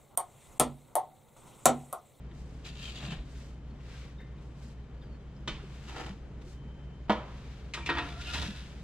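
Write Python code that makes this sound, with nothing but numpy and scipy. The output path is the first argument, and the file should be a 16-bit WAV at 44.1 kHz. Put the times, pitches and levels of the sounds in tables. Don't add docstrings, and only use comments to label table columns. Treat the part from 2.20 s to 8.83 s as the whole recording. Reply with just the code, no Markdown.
import sys
import numpy as np
from scipy import signal
from scipy.fft import rfft, irfft, next_fast_len
from scipy.io import wavfile
from scipy.ndimage import map_coordinates

SR = 44100
rng = np.random.default_rng(int(sys.argv[2]) if len(sys.argv) > 2 else 0)


def unload_audio(sound):
    columns = np.transpose(np.atleast_2d(sound))
    steps = np.round(np.clip(columns, -1, 1) * 32767)
    wavfile.write(sys.argv[1], SR, steps.astype(np.int16))


N = 292383


def amp(db):
    return 10 ** (np.asarray(db) / 20)


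def unit(x):
    return x / np.sqrt(np.mean(x ** 2) + 1e-20)


def along(points, hz):
    f, v = np.transpose(points)
    return np.interp(np.log(hz + 1), np.log(f + 1), v)


def wobble(rate_hz):
    knots = rng.standard_normal(int(N * rate_hz / SR) + 4)
    return map_coordinates(knots, [np.arange(N) * rate_hz / SR])


def tone(hz):
    return np.sqrt(2) * np.sin(2 * np.pi * np.cumsum(hz) / SR)


def stroke(s, rise_s, hold_s, fall_s):
    t = np.arange(N) / SR - s
    outside = np.maximum(-t, 0) / rise_s + np.maximum(t - hold_s, 0) / fall_s
    return 10 ** -np.minimum(outside, 10)


def together(envelopes):
    return np.sqrt(sum(e ** 2 for e in envelopes))


def add(track, s, sound):
    start = round(s * SR)
    track[:, start:start + sound.shape[-1]] += sound[..., :N - start]


def filtered(x, response):
    n = x.shape[-1]
    m = next_fast_len(n + SR // 4, real=True)
    return irfft(rfft(x, m) * response(np.fft.rfftfreq(m, 1 / SR)), m)[..., :n]


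def causal(db):
    cep = irfft(np.log(amp(np.maximum(db, -100))))
    half = len(cep) // 2
    cep[1:half] *= 2
    cep[half + 1:] = 0
    return np.exp(rfft(cep))


def resonances(peaks, hz):
    total = 0
    for k, (centre, width, db) in enumerate(peaks):
        damping = 1j * hz * width
        total = total + (-1) ** k * amp(db) * damping / (centre ** 2 - hz ** 2 + damping)
    return total


# (frequency [Hz], side-to-mid level [dB])
WIDTH = [(40, -12), (125, -18), (280, -13.5), (640, -9), (1400, -8), (3100, -7), (5000, -3.5), (8000, 0)]


def spread(pair, width_db=0):
    def mid_side(hz):
        side_gain = amp(along(WIDTH, hz) + width_db)
        return np.array([np.ones_like(hz), side_gain]) / np.hypot(1, side_gain)
    mid, side = filtered(pair, mid_side)
    return np.array([mid + side, mid - side])


def friction(spectrum, rough_db, rate_hz, t60_s=0):
    slips = rng.standard_normal((2, N)) * amp(rough_db * wobble(rate_hz))
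    if t60_s:
        t = np.arange(SR // 2) / SR
        modes = rng.standard_normal((2, len(t))) * amp(-60 * t / t60_s)
        modes[:, 0] = .5 * np.linalg.norm(modes, axis=1)
        slips = signal.fftconvolve(slips, modes, axes=1)[:, :N]
    return unit(spread(filtered(slips, lambda hz: amp(along(spectrum, hz)))))


def grains(spectrum, rate_hz, scatter_db, t60_s):
    sizes = amp(scatter_db * rng.uniform(-1, 1, N))
    catches = (rng.random(N) < rate_hz / SR) * rng.choice([-1, 1], N) * sizes
    t = np.arange(SR // 8) / SR
    rings = rng.standard_normal((2, len(t))) * amp(-60 * t / t60_s)
    rattle = signal.fftconvolve(catches[None], rings, axes=1)[:, :N]
    return unit(spread(filtered(rattle, lambda hz: amp(along(spectrum, hz)))))


def rubbed(peaks):
    return unit(spread(filtered(rng.standard_normal((2, N)), lambda hz: resonances(peaks, hz))))


def ring(modes):
    t = np.arange(SR) / SR
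    hz, db, t60_s = np.transpose(modes)[:, :, None]
    ear_offset = amp(along(WIDTH, hz) - 20) * rng.standard_normal((2, *hz.shape))
    phase = rng.uniform(0, 2 * np.pi, hz.shape) + ear_offset
    size = amp(db + rng.standard_normal(hz.shape) - 60 * t / t60_s)
    attack = 1 - np.exp(-t / 0.00031)
    return (size * np.sin(2 * np.pi * hz * t + phase)).sum(1) * attack


def retuned(modes, share):
    return [(hz * (1 + share * rng.standard_normal()), db, t60_s) for hz, db, t60_s in modes]


# (frequency [Hz], T60 [s])
KITCHEN = [(100, 1), (500, 0.58), (1500, 0.75), (4000, 0.46), (8000, 0.49), (15000, .18)]


def burst(spectrum, t60_s, room_db):
    t = np.arange(SR) / SR
    hz, s, z = signal.stft(rng.standard_normal((2, SR)), SR, nperseg=256)
    decay = amp(-60 * s / along(KITCHEN, hz)[:, None])
    tail = signal.istft(z * decay, SR, nperseg=256)[1][:, :SR]
    direct = rng.standard_normal((2, SR)) * amp(-60 * t / t60_s) * (1 - np.exp(-t / 0.00061))
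    room = spread(tail) * (1 - np.exp(-t / 0.0022))
    blow = spread(direct, width_db=-6) + amp(room_db) * room

    def colour(f):
        levels_db = along(spectrum, f)
        return causal(levels_db) / np.sqrt(np.mean(amp(levels_db) ** 2))
    return filtered(blow, colour)


# (frequency [Hz], relative level [dB])
HUM = [(46.6, -56), (59.2, -44.3), (65.5, -50), (120, -54.5), (140, -50), (168.2, -61), (280, -67)]


def hum():
    t = np.arange(N) / SR
    total = 0
    for hz, db in HUM:
        level = amp(db + 0.36 * wobble(0.9))
        total = total + level * np.sqrt(2) * np.sin(2 * np.pi * (hz * t + rng.random()))
    return amp(-3) * total


# (frequency [Hz], relative level per Hz [dB])
AIR = [(8, -21), (18, 4), (100, 1.5), (200, 2), (300, -5.5), (450, -7.5), (700, -15), (1100, -18.5),
       (1800, -24), (3000, -30.5), (4500, -45), (7000, -40.5), (10000, -57), (15000, -67)]


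def air():
    return amp(-50) * friction(AIR, rough_db=0.73, rate_hz=15)


WHINE_HZ, WHINE_DB, SWELL_DB = 3084, -79.5, -72.5


def whine():
    swell = amp(SWELL_DB) * stroke(4.38, rise_s=.18, hold_s=.4, fall_s=.1)
    return together([amp(WHINE_DB), swell]) * tone(WHINE_HZ + 14 * wobble(60))


# (frequency [Hz], relative level per Hz [dB])
FABRIC = [(300, -19), (900, -1), (1600, 2.5), (3500, 1), (6500, -8.5), (10000, -22), (14500, -31.5),
          (16000, -47)]
# (frequency [Hz], relative level per Hz [dB])
SILKY = [(2500, -3), (4500, 6), (8000, 2.5), (10500, -10), (14500, -16), (15500, -22)]
# (time [s], half-length [s], relative rustle level [dB], swish level [dB])
MOVES = [(0.185, 0.052, -75, -68.5), (0.348, 0.14, -77, -70), (1.19, 0.13, -65, -64),
         (1.77, 0.14, -59.5, -68.5), (2.25, .07, -84, -74), (2.452, 0.082, -70, -65),
         (3.645, 0.29, -63.5, -68), (4.221, 0.0078, -63.5, -84), (4.3, 0.06, -70, -64),
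         (5.258, 0.3, -63, -95), (6.234, 0.49, -60.5, -68)]
CLOTH_REST_DB = -74


def clothes():
    t = np.arange(N) / SR
    rustle, swish = amp(CLOTH_REST_DB), 0
    for s, half_length_s, rustle_db, swish_db in MOVES:
        speed = np.exp(-np.minimum(((t - s) / half_length_s) ** 2, 20))
        rustle = together([rustle, amp(rustle_db) * speed])
        swish = swish + amp(swish_db) * speed
    out = amp(4) * rustle * friction(FABRIC, rough_db=1, rate_hz=82)
    return out + swish * friction(SILKY, rough_db=1.5, rate_hz=180)


# (time [s], level [dB], frequency [Hz], T60 [s])
BUMPS = [(0.11, -48, 350, .12), (0.834, -33.5, 132.5, 0.31), (0.884, -28, 162, 0.098),
         (0.919, -27, 156, 0.12), (0.975, -31, 46.3, 0.25), (3.277, -39.5, 205.8, 0.22),
         (3.31, -37.5, 36.3, 0.55), (3.435, -33.5, 380, 0.051), (3.895, -35.5, 193, 0.2),
         (4.266, -40.5, 363, 0.094), (6.283, -26, 203, 0.095)]


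def bumps():
    out, t = np.zeros((2, N)), np.arange(SR) / SR
    attack = 1 - np.exp(-t / 0.0043)
    for s, db, hz, t60_s in BUMPS:
        add(out, s, amp(db - 60 * t / t60_s) * np.sin(2 * np.pi * hz * t) * attack)
    return out


# (frequency [Hz], relative level per Hz [dB])
GLASS = [(700, -33), (1200, -14.5), (2100, -13), (2600, -1.5), (3200, -7.5), (4000, -8.5), (5100, -13.5),
         (7400, -16), (10000, -30), (13500, -35), (15500, -57)]
# (frequency [Hz], relative level per Hz [dB])
GRIND = [(120, -28), (200, -1), (308, -5.5), (450, -12), (750, -10.5), (1150, -9.5), (1450, -16),
         (1750, -8.5), (2090, -14.5), (3000, -14), (3900, -16), (6600, -73)]
# (frequency [Hz], relative level per Hz [dB])
GRIT = [(1000, -18), (2200, -5), (2700, 1), (4500, -1), (5500, -12), (7500, -9), (10000, -24.5),
        (15500, -50)]
# (frequency [Hz], width [Hz], relative level [dB])
RIM = [(2330, 70, -1), (2660, 100, -2), (3080, 160, 5), (3360, 89, 6), (3850, 150, -11)]
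# (time [s], rise [s], hold [s], hiss level [dB], grind level [dB])
PULLS = [(0.455, 0.019, 0.008, -46.5, -54), (0.635, 0.15, 0.054, -47, -54.5),
         (0.759, 0.065, 0.018, -50, -53.5), (0.832, 0.086, 0.038, -49, -47),
         (0.914, 0.024, 0.0079, -51, -44)]
# (time [s], level [dB])
SNAPS = [(0.451, -50), (0.464, -44), (.63, -54), (.657, -47), (.686, -49), (0.773, -46), (.853, -47),
         (0.908, -42)]
# (time [s], level [dB])
CATCHES = [(.111, -53), (.825, -48), (.837, -42.5), (.906, -45), (.922, -41), (.93, -44)]
PULL_FALL_S = 0.11


def cooktop():
    pulls = [(stroke(s, rise_s, hold_s, PULL_FALL_S), hiss_db, grind_db)
             for s, rise_s, hold_s, hiss_db, grind_db in PULLS]
    hiss = together(amp(db) * pull for pull, db, _ in pulls)
    grind = together(amp(db) * pull for pull, _, db in pulls)
    rim = amp(-8) * unit(rubbed(RIM) * amp(3 * wobble(55)))
    grit = amp(-5) * grains(GRIT, rate_hz=120, scatter_db=7, t60_s=.015)
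    slide = amp(-1.5) * friction(GLASS, rough_db=1, rate_hz=130, t60_s=0.21)
    crunch = amp(-3) * grains(GRIND, rate_hz=170, scatter_db=6, t60_s=.035)
    scour = amp(-3) * friction(GRIND, rough_db=3, rate_hz=160, t60_s=0.19)
    out = hiss * (slide + rim + grit) + grind * (scour + crunch)
    for s, db in SNAPS:
        add(out, s, amp(db) * burst(GRIT, t60_s=.035, room_db=-17))
    for s, db in CATCHES:
        add(out, s, amp(db) * burst(GRIND, t60_s=0.059, room_db=-27))
    return out


# (time [s], hold [s], start [Hz], end [Hz], relative level [dB], flutter [1/s])
SQUEALS = [(.625, .07, 3230, 3080, -50, 220), (.765, .025, 3400, 3330, -52, 160),
           (.77, .045, 3030, 2870, -56, 160), (.85, .075, 2780, 2670, -55, 200),
           (.9, .03, 3130, 2990, -52, 200), (1.988, .022, 3700, 3670, -62, 50),
           (5.609, .033, 2385, 2375, -54, 90), (5.81, .07, 700, 708, -53, 110),
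           (5.89, .1, 706, 700, -59, 110), (5.81, .04, 1350, 1372, -52, 90),
           (5.85, .075, 2290, 2330, -59, 160), (5.86, .065, 3500, 3470, -61, 160),
           (5.92, .045, 1352, 1362, -52, 60), (5.98, .07, 1385, 1420, -57, 70),
           (6.085, .03, 1412, 1408, -51, 50), (6.06, .025, 3100, 3060, -53, 220),
           (6.062, .04, 2740, 2840, -49.5, 160), (6.075, .028, 2490, 2550, -51, 140),
           (6.128, .02, 3540, 3700, -50, 280), (6.14, .035, 2800, 2730, -48, 140),
           (6.19, .04, 1670, 1700, -53, 160)]
SQUEAL_ROUGH, SQUEAL_RISE_S, SQUEAL_FALL_S = .9, .011, .027


def squeals():
    out = np.zeros((2, N))
    t = np.arange(SR // 2) / SR - .1
    for s, hold_s, start_hz, end_hz, db, flutter_hz in SQUEALS:
        outside = np.maximum(-t, 0) / SQUEAL_RISE_S + np.maximum(t - hold_s, 0) / SQUEAL_FALL_S
        level = amp(db) * 10 ** -outside
        a, b = (map_coordinates(knots, [(t - t[0]) * flutter_hz], mode="mirror")
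                for knots in rng.standard_normal((2, SR // 256)))
        pitch_hz = np.interp(t, [0, hold_s], [start_hz, end_hz])
        carrier = np.exp(2j * np.pi * np.cumsum(pitch_hz) / SR)
        voice = (1 + SQUEAL_ROUGH * (a + 1j * b)) * carrier
        ears = np.exp(1j * amp(along(WIDTH, start_hz)) * np.array([[1], [-1]]))
        add(out, s + t[0], level * (voice * ears).real)
    return out


# (time [s], frequency [Hz], relative level [dB])
CREAKS = [(1.5, 4330, -74), (2.0, 1800, -57.5), (2.175, 2480, -73), (2.175, 3880, -76), (2.813, 3620, -70),
          (2.82, 5020, -77), (2.823, 3250, -70), (2.825, 1650, -65), (3.16, 5140, -72)]
CREAK_WIDTH_HZ = 160


def creaks():
    out, t = np.zeros((2, N)), np.arange(SR) / SR
    swell = t / 0.0075 * np.exp(1 - t / 0.0092)
    for s, hz, db in CREAKS:
        noise = rng.standard_normal(SR)
        creak = unit(filtered(noise, lambda f: resonances([(hz, CREAK_WIDTH_HZ, 0)], f)))
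        add(out, s, amp(db) * creak * swell)
    return out


# (frequency [Hz], relative level [dB], T60 [s])
PING = [(1600, -13, .25), (1795, -4, .5), (1880, -11, .55), (2065, -4.5, .65), (2110, -13, .45),
        (2780, -15, .2), (3630, -11, .4), (3700, -9, .25), (5520, -15, .12)]


def ping():
    out, t = np.zeros((2, N)), np.arange(SR) / SR
    swell = 1 - np.exp(-t / 0.0076)
    chatter = amp(1.5 * wobble(220)[:SR])
    add(out, 1.987, amp(-54.5) * ring(PING) * swell * chatter)
    return out


# (time [s], frequency [Hz], level [dB])
SQUEAK = [(2.755, 4400, -92), (2.777, 4520, -75), (2.795, 4680, -84), (2.815, 4790, -78),
          (2.853, 4720, -74), (2.885, 4660, -81), (2.91, 4540, -76), (2.935, 4420, -73), (2.962, 4400, -75),
          (2.98, 4380, -90)]


def squeak():
    t = np.arange(N) / SR
    s, hz, db = np.transpose(SQUEAK)
    pitch_hz = np.interp(t, s, hz) + 25 * wobble(430)
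    level = amp(np.interp(t, s, db, left=-140, right=-140))
    return level * tone(pitch_hz) * np.ones((2, 1))


# (frequency [Hz], relative level per Hz [dB])
CLACK = [(76, -24), (130, 2.5), (228, -3.5), (726, -11), (1080, -7), (1350, -9.5), (1460, -8.5),
         (1680, -12), (2270, -8.5), (3520, -6.5), (4390, -12.5), (7230, -23.5), (13200, -54), (15500, -57)]
# (frequency [Hz], relative level [dB], T60 [s])
HINGE = [(334, -1, .14), (576, -4, .16), (1136, -4, .24), (1470, -1, .22), (1771, -8, .3), (2003, -2, .16),
         (2300, 1, .21), (2509, -6, .3), (3058, 0, .3), (3359, -8, .35), (3560, -4, .18), (3725, -5, .2),
         (4393, -12, .3)]
# (frequency [Hz], relative level per Hz [dB])
THUD = [(70, -32), (140, -16), (205, -4), (300, -7), (480, -1), (640, -1), (800, -3.5), (1000, -.5),
        (1300, -7), (1550, -12), (2000, -14), (3400, -15), (5000, -27.5), (8300, -42), (15500, -66)]
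# (frequency [Hz], relative level [dB], T60 [s])
DOOR = [(200, -5, .18), (214, 5.5, .22), (313, -2, .28), (404, -12, .26), (455, -1, .22), (503, -7, .3),
        (604, -3, .33), (648, -4, .24), (690, -4, .12), (738, -5, .16), (778, -2, .2), (880, -6, .15),
        (927, -1, .22), (965, -5, .3), (1005, -2, .2), (1060, -3, .17), (1115, -5, .15), (1170, -9, .16),
        (1244, -4, .22), (1305, -9, .15), (1430, -8, .2), (1717, -5, .18), (1933, -9, .23),
        (2239, -12, .23), (2845, -11, .22), (3128, -14, .24), (3480, -11, .22)]
# (time [s], relative level [dB])
LANDINGS = [(4.8955, -21.5), (4.902, -23.5)]


def door():
    out = np.zeros((2, N))
    clack = amp(-32) * burst(CLACK, t60_s=0.12, room_db=-10)
    add(out, 3.2755, clack + amp(-52) * ring(DOOR) + amp(-43.5) * ring(HINGE))
    add(out, 4.881, amp(-56.5) * burst(THUD, t60_s=0.18, room_db=5))
    for s, db in LANDINGS:
        add(out, s, amp(db) * burst(THUD, t60_s=.068, room_db=-15.5))
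    add(out, 4.8955, amp(-28.5) * ring(DOOR))
    rattle = amp(-5) * ring(HINGE) + amp(6) * burst(CLACK, t60_s=.08, room_db=-15)
    add(out, 4.919, amp(-42.5) * rattle)
    return out * amp([[-1.2], [1.2]])


# (frequency [Hz], relative level per Hz [dB])
RUB = [(150, -38), (308, 8.5), (500, -11), (760, -5), (1100, -3.5), (1650, -3), (3890, -7), (6870, -16.5),
       (15500, -43)]
# (frequency [Hz], relative level per Hz [dB])
DRONE = [(150, -33), (300, 6), (420, -2.5), (620, -1), (800, -1), (1150, -6), (1700, -5), (2400, -14),
         (5000, -32), (12000, -60)]
# (time [s], rise [s], hold [s], relative rub level [dB], drone level [dB])
RUBS = [(3.694, 0.071, .045, -48.5, -58), (3.765, 0.055, 0.013, -47.5, -50), (3.784, 0.037, .018, -47, -42),
        (3.825, .03, 0.028, -50.5, -50), (3.864, .04, 0.019, -49.5, -50.5)]
RUB_FALL_S = 0.085


def leg_on_door():
    pushes = [(stroke(s, rise_s, hold_s, RUB_FALL_S), rub_db, drone_db)
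              for s, rise_s, hold_s, rub_db, drone_db in RUBS]
    snags = amp(-2) * grains(RUB, rate_hz=230, scatter_db=6, t60_s=.018)
    drag = amp(-4) * friction(RUB, rough_db=-0.5, rate_hz=220)
    judder = grains(DRONE, rate_hz=300, scatter_db=5, t60_s=.04)
    rub = together(amp(db) * push for push, db, _ in pushes) * (drag + snags)
    return rub + together(amp(db) * push for push, _, db in pushes) * judder


# (frequency [Hz], relative level per Hz [dB])
TICK = [(300, -29), (1400, -15), (2300, 2.5), (3800, -3.5), (5200, -13), (8000, -22), (12000, -39),
        (15500, -68)]
# (frequency [Hz], relative level [dB], T60 [s])
PAN = [(431, -8, .5), (931, -9, .5), (1185, -6, .25), (1890, -6, .35), (2040, -4, .17), (2160, -5, .17),
       (2380, -5, .4), (2445, -1, .16), (2595, 4, .18), (2760, -3, .16), (2895, -3, .15), (3117, -9, .4),
       (3451, -7, .3), (3540, -5, .17), (3704, -2, .18), (3880, -6, .16), (4150, -9, .15), (4770, -17, .22),
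       (5300, -13, .15), (6546, -20, .18)]
# (time [s], relative level [dB], edge above 5 kHz [dB])
TICKS = [(5.5365, -34, 7), (5.542, -34, 6), (5.661, -33.5, 2), (5.668, -37, 1), (5.696, -36, -3),
         (5.785, -38, -2), (6.012, -44, 8), (6.140, -41, 11)]


def ticks():
    out = np.zeros((2, N))
    for s, db, edge_db in TICKS:
        tick = burst(TICK, t60_s=.065, room_db=-14) + amp(-10) * ring(PAN)
        edge = [(3800, 0), (6500, edge_db)]
        add(out, s, amp(db) * filtered(tick, lambda hz: causal(along(edge, hz))))
    return out


# (frequency [Hz], relative level per Hz [dB])
CLATTER = [(100, -43), (320, -8), (700, -10), (950, -2.5), (1800, -5.5), (2500, -8.5), (3800, -12),
           (5200, -23), (8000, -36), (12000, -52), (15500, -66)]
# (frequency [Hz], relative level per Hz [dB])
WIRE = [(210, -25), (350, -10), (444, -15), (554, -6.5), (600, -6.5), (965, -6.5), (1710, 0), (2200, -4.5),
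        (2840, 0), (5180, -6), (12000, -29), (15500, -46)]
# (frequency [Hz], relative level [dB], T60 [s])
RACK = [(290, -6, .4), (338, -4, .35), (428, -9, .35), (470, -9, .3), (590, -9, .25), (705, -10, .45),
        (895, -2, .2), (937, -4, .22), (1002, 0, .2), (1048, -6, .18), (1178, -6, .2), (1273, -3, .2),
        (1345, -5, .26), (1429, -5, .24), (1525, -3, .2), (1615, -5, .22), (1688, -4, .22), (1800, -3, .2),
        (1865, 2, .28), (1892, -4, .25), (2080, -9, .22), (2265, -7, .38), (2405, -10, .25),
        (2570, -1, .25), (2776, -10, .35), (2860, -9, .35), (3125, -7, .38), (3460, -7, .4), (3705, -8, .3),
        (3900, -10, .25), (4160, -13, .22), (4580, -15, .2), (5300, -17, .18)]
# (time [s], relative level [dB], weight below 1.5 kHz [dB], edge above 5 kHz [dB])
CONTACTS = [(5.546, -43, 5, 5), (5.574, -44.5, 11, 7), (5.673, -41, 3, 3), (5.6897, -27.5, 1, -10),
            (5.694, -29, 2, 1), (5.701, -30, 6.5, -1), (5.720, -37, 6, -9), (5.752, -35, 0, 1),
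            (5.762, -39, -2, 0), (5.7717, -28.5, 0, -6), (5.783, -30.5, 4, 3), (5.794, -36, -1, 4),
            (5.822, -44, 3, 0), (5.868, -47, 4, 0), (6.146, -41, 4, 10), (6.155, -40, 0, 4),
            (6.18, -45, -4, 4), (6.222, -42, 1.5, 1), (6.231, -44, 4, 0)]
RACK_DRIFT = .003


def contacts():
    out = np.zeros((2, N))
    for s, db, weight_db, edge_db in CONTACTS:
        hit = amp(-1.2) * burst(CLATTER, t60_s=.05, room_db=-17)
        hit += amp(-12.8) * ring(retuned(RACK, RACK_DRIFT))
        hit += amp(-5) * burst(WIRE, t60_s=.01, room_db=-27)
        balance = [(1300, weight_db), (2200, 0), (3200, 0), (6500, edge_db)]
        add(out, s, amp(db) * filtered(hit, lambda hz: causal(along(balance, hz))))
    return out


# (time [s], rise [s], hold [s], relative scrape level [dB])
SHOVES = [(5.659, 0.014, 0.0091, -47), (5.853, 0.19, 0.049, -47.5), (6.008, 0.051, 0.011, -44),
          (6.08, 0.056, 0.02, -41), (6.139, 0.022, 0.015, -33.5), (6.22, 0.04, 0.022, -40),
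          (6.368, 0.043, 0.016, -48.5)]
SHOVE_FALL_S = 0.18


def scrapes():
    shoves = together(amp(db) * stroke(s, rise_s, hold_s, SHOVE_FALL_S)
                      for s, rise_s, hold_s, db in SHOVES)
    scratches = amp(-7.5) * grains(WIRE, rate_hz=200, scatter_db=7, t60_s=.016)
    return shoves * (amp(-4.5) * friction(WIRE, rough_db=1, rate_hz=130, t60_s=0.16) + scratches)


# (frequency [Hz], width [Hz], relative level [dB])
SHUDDER = [(72.5, 2.8, 9), (166, 31, -9.5), (284, 43, -14)]
# (time [s], hold [s], fall [s], level [dB])
SHUDDERS = [(5.70, .08, 1, -42), (6.165, .09, .15, -38.5)]
SHUDDER_RISE_S = 0.14


def shudder():
    level = together(amp(db) * stroke(s, SHUDDER_RISE_S, hold_s, fall_s)
                     for s, hold_s, fall_s, db in SHUDDERS)
    return level * rubbed(SHUDDER)


def rack():
    return (ticks() + contacts() + scrapes() + shudder()) * amp([[-.7], [.7]])


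CABINET_DB, CABINET_T60_S, CABINET_FROM_HZ = -6.5, 0.085, 1600


def cabinets(x):
    t = np.arange(SR // 32) / SR
    echoes = rng.standard_normal((2, len(t))) * amp(-60 * t / CABINET_T60_S)
    echoes /= np.linalg.norm(echoes, axis=1, keepdims=True)

    def comb(hz):
        share = amp(CABINET_DB) * hz ** 2 / (hz ** 2 + CABINET_FROM_HZ ** 2)
        return (1 + share * rfft(echoes, 2 * (len(hz) - 1))) / np.hypot(1, share)
    return filtered(x, comb)


def scene():
    near_cabinets = cabinets(clothes() + cooktop() + leg_on_door())
    appliances = hum() + air() + whine()
    carried = creaks() + ping() + squeak()
    return appliances + near_cabinets + bumps() + squeals() + carried + door() + rack()


# (frequency [Hz], left-to-right level [dB])
TILT = [(100, .2), (380, 1.1), (700, 1.5), (1300, 1.4), (2400, 2.6), (4400, 2.2), (8000, 0), (13000, -6.5)]
TOP_HZ = 15500


def record(dry):
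    side = np.array([[.5], [-.5]])

    def ports(hz):
        delay = np.exp(-2j * np.pi * hz * side * 2 / SR)
        return amp(side * along(TILT, hz)) * delay * (hz < TOP_HZ)
    return filtered(dry, ports)


dry = scene()
out = record(dry)
unload_audio(out)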